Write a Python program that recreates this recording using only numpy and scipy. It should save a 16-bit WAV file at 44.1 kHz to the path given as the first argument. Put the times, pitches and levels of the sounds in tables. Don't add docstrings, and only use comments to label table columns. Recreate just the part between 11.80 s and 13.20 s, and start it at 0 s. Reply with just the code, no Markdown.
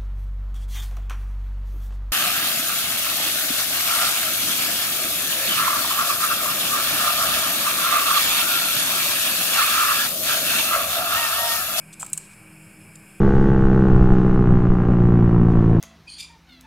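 import sys
import numpy as np
from scipy import signal
from scipy.io import wavfile
from scipy.ndimage import uniform_filter1d

SR = 44100
rng = np.random.default_rng(int(sys.argv[2]) if len(sys.argv) > 2 else 0)


def store_wav(level_fs):
    pcm = np.round(np.clip(np.atleast_2d(level_fs), -1, 1) * 32767)
    wavfile.write(sys.argv[1], SR, pcm.T.astype(np.int16))


def decibels_to_gain(level_db):
    exponent = np.asarray(level_db, float) / 20
    return 10 ** exponent


N = 61739

# start_s [s], level_db [dB], extra_treble_db [dB], extra_body_db [dB]
SNAP_EVENTS = [
    (0.198, -20.5, 13, -1),
    (.2064, -15.5, -16, -3),
    (.2200, -17, -12, -3),
    (0.247, -22, 2, 5),
    (0.264, -15.5, 8, 9),
    (.2990, -29, 19, -2),
    (.3187, -38, 14, 10),
    (0.3314, 0.5, 5, 5),
    (0.3759, -5.5, 5.5, 7.5),
    (1.1557, -27.5, 10, 4),
]
# freq_hz [Hz], density_db [dB per Hz]
SKIN_COLOUR = [(1500, -34), (3100, -22.5), (4500, -23.5), (6000, -27.5), (8000, -1.5), (10700, -12),
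               (12500, -17.5), (16000, -26)]
# delay_s [s], level_db [dB], extra_treble_db [dB]
NEAR_ECHOES = [(.0009, -12, 4), (.0015, -5, 5), (.0022, -10, 8), (.0030, -11, 7), (.0037, -11, 5),
               (.0044, -9, 1), (.0059, -17, -2), (.0071, -21, -3), (.0093, -25, -3)]
# start_s [s], length_s [s], level_db [dB], port_difference_db [dB], body_db [dB]
BLADE_STROKES = [(0.125, .021, -42, -60, -12.5), (0.1937, 0.038, -35.5, -13, -24),
                 (.227, .012, -40, -20, -26), (0.241, 0.0164, -42.5, -60, -18),
                 (0.252, .06, -51.5, -60, -14.5), (0.324, 0.008, -53, -6.5, -20),
                 (0.369, 0.015, -47.5, -8, -12), (0.392, 0.091, -57, -60, -11),
                 (0.492, 0.055, -58, -60, -8), (1.154, 0.0092, -50, -60, -13)]
# start_s [s], pitch_hz [Hz], level_db [dB], length_s [s]
PINGS = [
    (.2286, 7480, -21, 0.0038),
    (1.1562, 4800, -51, 0.0024),
    (1.157, 7300, -36.5, 0.0039),
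    (.377, 1050, -50, 0.0073),
]
# pitch_hz [Hz], level_db [dB], t60_s [s]
BOWL_MODES = [(613, -4.5, 0.015), (805, -4.5, 0.0098), (888, -5.5, .014), (1050, -5, 0.018),
              (1302, 0.5, 0.015), (1550, -6, 0.0073), (2400, -5, 0.011), (3140, -11, 0.0067)]
# delay_s [s], level_db [dB]
BOWL_RATTLES = [(.0014, -2), (.0055, -8), (.0115, -14), (-.015, -15.5), (0.14, -17.5)]
# time_s [s], level_db [dB]
MOTOR_THROB = [(0.0, -52), (0.108, -47.5), (0.166, -67), (0.214, -49.5), (0.28, -61), (0.338, -47.5),
               (0.52, -59), (0.692, -57.5), (0.746, -51), (0.868, -49), (0.914, -73), (0.98, -53),
               (1.21, -51), (1.28, -74), (1.316, -61), (1.4, -59)]
# pitch_hz [Hz], width_hz [Hz], level_db [dB]
MOTOR_HUM = [(99, 7, -68), (116.3, 12.2, -61), (241.5, 9.9, -69), (314.9, 8.7, -61.5), (382.6, 21, -70)]
# pitch_hz [Hz], width_hz [Hz], level_db [dB]
FAN_WHINE = [(1550, 360, -64.5), (2290, 153, -58.5), (2492, 54, -62), (2750, 89, -67), (5204, 170, -69.5),
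             (9400, 260, -79), (11990, 450, -97)]
# pitch_hz [Hz], level_db [dB]
MAINS_TONES = [(49.5, -69), (200, -57), (316.5, -67.5)]
# freq_hz [Hz], density_db [dB per Hz]
RUMBLE_COLOUR = [(25, -24), (65, -27), (95, -12.5), (170, -8), (270, -23.5), (330, -18.5), (1000, -24),
                 (2000, -26)]
# freq_hz [Hz], density_db [dB per Hz]
HISS_COLOUR = [(2000, -14), (2500, -4), (3800, -27.5), (5000, -19), (5950, -31), (7500, -11),
               (10300, -10.5), (13000, -28), (15800, -30.5)]


def snaps():
    snap_db, scatter_db, scatter_t60_s = -6.5, -5, 0.022
    out = np.zeros(N + SR)
    for start_s, db, treble_db, body_db in SNAP_EVENTS:
        at = round(start_s * SR)
        out[at:at + 512] += decibels_to_gain(db) * skin(treble_db - 6, body_db - 8)
        signs = rng.choice([-1., 1.], len(NEAR_ECHOES))
        for (delay_s, echo_db, more_db), sign in zip(NEAR_ECHOES, signs):
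            k = at + round(delay_s * SR)
            out[k:k + 512] += sign * decibels_to_gain(db + echo_db) * skin(treble_db + more_db, body_db)
        scatter = tail(scatter_t60_s, 0.0022, size=1500)
        spray = np.convolve(skin(treble_db + 4.5, body_db + 2.5), scatter)
        out[at:at + len(spray)] += decibels_to_gain(db + scatter_db) * spray
    return decibels_to_gain(snap_db) * out[:N]


def skin(treble_db, body_db):
    treble_hz, body_hz, top_hz, top_db = 10190, 5000, 14000, 1.5
    ring_hz, ring_width_hz, ring_db = 7950, 350, 1
    rise_s = 0.0003
    hz = np.fft.rfftfreq(2048, 1 / SR)
    lift = treble_db / (1 + (treble_hz / (hz + 1)) ** 12)
    lift += body_db / (1 + (hz / body_hz) ** 8)
    lift += top_db / (1 + (top_hz / (hz + 1)) ** 16)
    port_ring = ring_db / (1 + (2 * (hz - ring_hz) / ring_width_hz) ** 2)
    base = read(SKIN_COLOUR, hz) + port_ring
    rise = np.minimum(np.arange(1, 513) / SR / rise_s, 1)
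    return rise * causal(base + lift) / abs(rise * causal(base)).max()


def causal(db):
    mirrored = np.r_[db, db[-2:0:-1]]
    log_gain = np.log(decibels_to_gain(np.maximum(mirrored, -90)))
    phase = -signal.hilbert(log_gain).imag
    return np.fft.ifft(np.exp(log_gain + 1j * phase)).real[:512]


def read(points, hz):
    f, value = np.transpose(points)
    return np.interp(np.log(hz + 1), np.log(f + 1), value)


def tail(t60_s, start_s, size):
    t = np.arange(size) / SR
    h = rng.standard_normal(size) * decibels_to_gain(-60 * t / t60_s) * np.clip(t / start_s, 0, 1) ** 2
    return h / np.linalg.norm(h)


def evened(x):
    return x / np.sqrt(np.mean(x ** 2) + 1e-20)


def filtered(x, order, hz, kind):
    return signal.sosfilt(signal.butter(order, hz, kind, fs=SR, output="sos"), x)


def strokes():
    grains_per_s, grain_spread_db, side_hz = 9000, 2.5, 4540
    edge = 0.2
    t = np.arange(N) / SR
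    grains = decibels_to_gain(grain_spread_db * np.minimum(rng.exponential(1, N), 4))
    grains *= rng.choice([-1., 1.], N)
    grains *= rng.random(N) < grains_per_s / SR
    both = evened(np.convolve(grains, skin(treble_db=7.5, body_db=7.0))[:N])
    apart = evened(filtered(uniform_filter1d(grains, size=2), 6, side_hz, "high"))
    body = evened(filtered(grains, 2, (2800, 5600), "band"))
    mid, side = np.zeros((2, N))
    for start_s, length_s, db, apart_db, body_db in BLADE_STROKES:
        u = np.clip((t - start_s) / length_s, 0, 1)
        push = decibels_to_gain(db) * np.minimum(u / edge, 1) * np.minimum((1 - u) / edge, 1)
        mid += push * (both + decibels_to_gain(body_db) * body)
        side += push * decibels_to_gain(apart_db) * apart
    return mid, side


def pings():
    t, out = np.arange(N) / SR, np.zeros(N)
    for start_s, hz, db, length_s in PINGS:
        swell = np.sin(np.pi * np.clip((t - start_s) / length_s, 0, 1))
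        out += decibels_to_gain(db) * swell * np.sin(2 * np.pi * hz * t)
    return out


def knock():
    knock_s, knock_db, rise_s, low_hz = 0.2272, -25.5, 0.00063, 460
    t, out = np.arange(N) / SR, np.zeros(N)
    for delay_s, db in [(0.00054, 0)] + list(BOWL_RATTLES):
        u = np.maximum(t - knock_s - delay_s, 0)
        rise = np.minimum(u / rise_s, 1)
        for hz, mode_db, t60_s in BOWL_MODES:
            decay = decibels_to_gain(db + mode_db - 60 * u / t60_s)
            ring = np.sin(2 * np.pi * hz * rng.uniform(0.95, 1.03) * u)
            out += decay * ring * rng.choice([-1, 1]) * rise
    return decibels_to_gain(knock_db) * filtered(out, 3, low_hz, "high")


def kitchen(x):
    t60_s, treble_t60_s, split_hz, body_db = 0.55, 0.22, 9500, 4
    h = filtered(tail(t60_s, 0.004, size=SR), 2, split_hz, "low")
    h = h + filtered(tail(treble_t60_s, 0.004, size=SR), 2, split_hz, "high")
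    h = h + decibels_to_gain(body_db) * filtered(h, 2, (3300, 5600), "band")
    return signal.fftconvolve(x, h)[:N]


def fridge():
    tones = np.zeros(N)
    for hz, width_hz, db in list(MOTOR_HUM) + list(FAN_WHINE):
        tones += decibels_to_gain(db) * evened(resonate(rng.standard_normal(2 * N), hz, width_hz)[N:])
    throb_db = np.interp(np.arange(N) / SR, *np.transpose(MOTOR_THROB))
    tones += decibels_to_gain(throb_db) * tone(157, wander_hz=3.5)
    tones += decibels_to_gain(-66.5) * tone(12185, wander_hz=20)
    for hz, db in MAINS_TONES:
        tones += decibels_to_gain(db) * tone(hz, wander_hz=0.52)
    return wash(RUMBLE_COLOUR, -54, size=4096) + wash(HISS_COLOUR, -54.5, size=1024) + tones


def resonate(x, hz, width_hz):
    turn = np.exp(2j * np.pi * hz * np.arange(len(x)) / SR)
    r = np.exp(-np.pi * width_hz / SR)
    once = signal.lfilter([1], [1, -r], x / turn)
    return (turn * signal.lfilter([1], [1, -r], once)).real


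def tone(hz, wander_hz):
    drift = evened(uniform_filter1d(rng.standard_normal(N), 3000))
    return np.sqrt(2) * np.sin(2 * np.pi * np.cumsum(hz + wander_hz * drift) / SR)


def wash(points, db, size):
    patchy_db, swell_db = 1.5, -0.22
    frames, hz = N * 4 // size + 5, np.fft.rfftfreq(size, 1 / SR)
    a, b, p = rng.standard_normal((frames, size // 2 + 1, 3)).T
    patches = evened(uniform_filter1d(uniform_filter1d(p, 10, 0), 8, 1))
    swell = evened(uniform_filter1d(rng.standard_normal(frames), 20))
    inside = (hz >= points[0][0]) & (hz <= points[-1][0])
    gain = decibels_to_gain(read(points, hz)[:, None] + patchy_db * patches + swell_db * swell)
    z = (a + 1j * b) * gain * inside[:, None]
    noise = signal.istft(z, nperseg=size, noverlap=size * 3 // 4)[1][:N]
    return decibels_to_gain(db) * evened(noise)


def scene():
    room_db = -13
    scrape, side = strokes()
    work = snaps() + scrape + knock() + pings()
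    mid = work + decibels_to_gain(room_db) * kitchen(work) + fridge()
    return np.array([mid + side, mid - side])


def roll_off(x):
    return signal.sosfilt(signal.butter(12, 16450, fs=SR, output="sos"), x)


def record(dry):
    edge_hz, offset = 16200, -0.0007
    lowpass = signal.firwin(255, edge_hz, window=("kaiser", 6), fs=SR)
    mix = signal.oaconvolve(dry, lowpass[None], "same") + offset
    return roll_off(mix)


dry = scene()
out = record(dry)
store_wav(out)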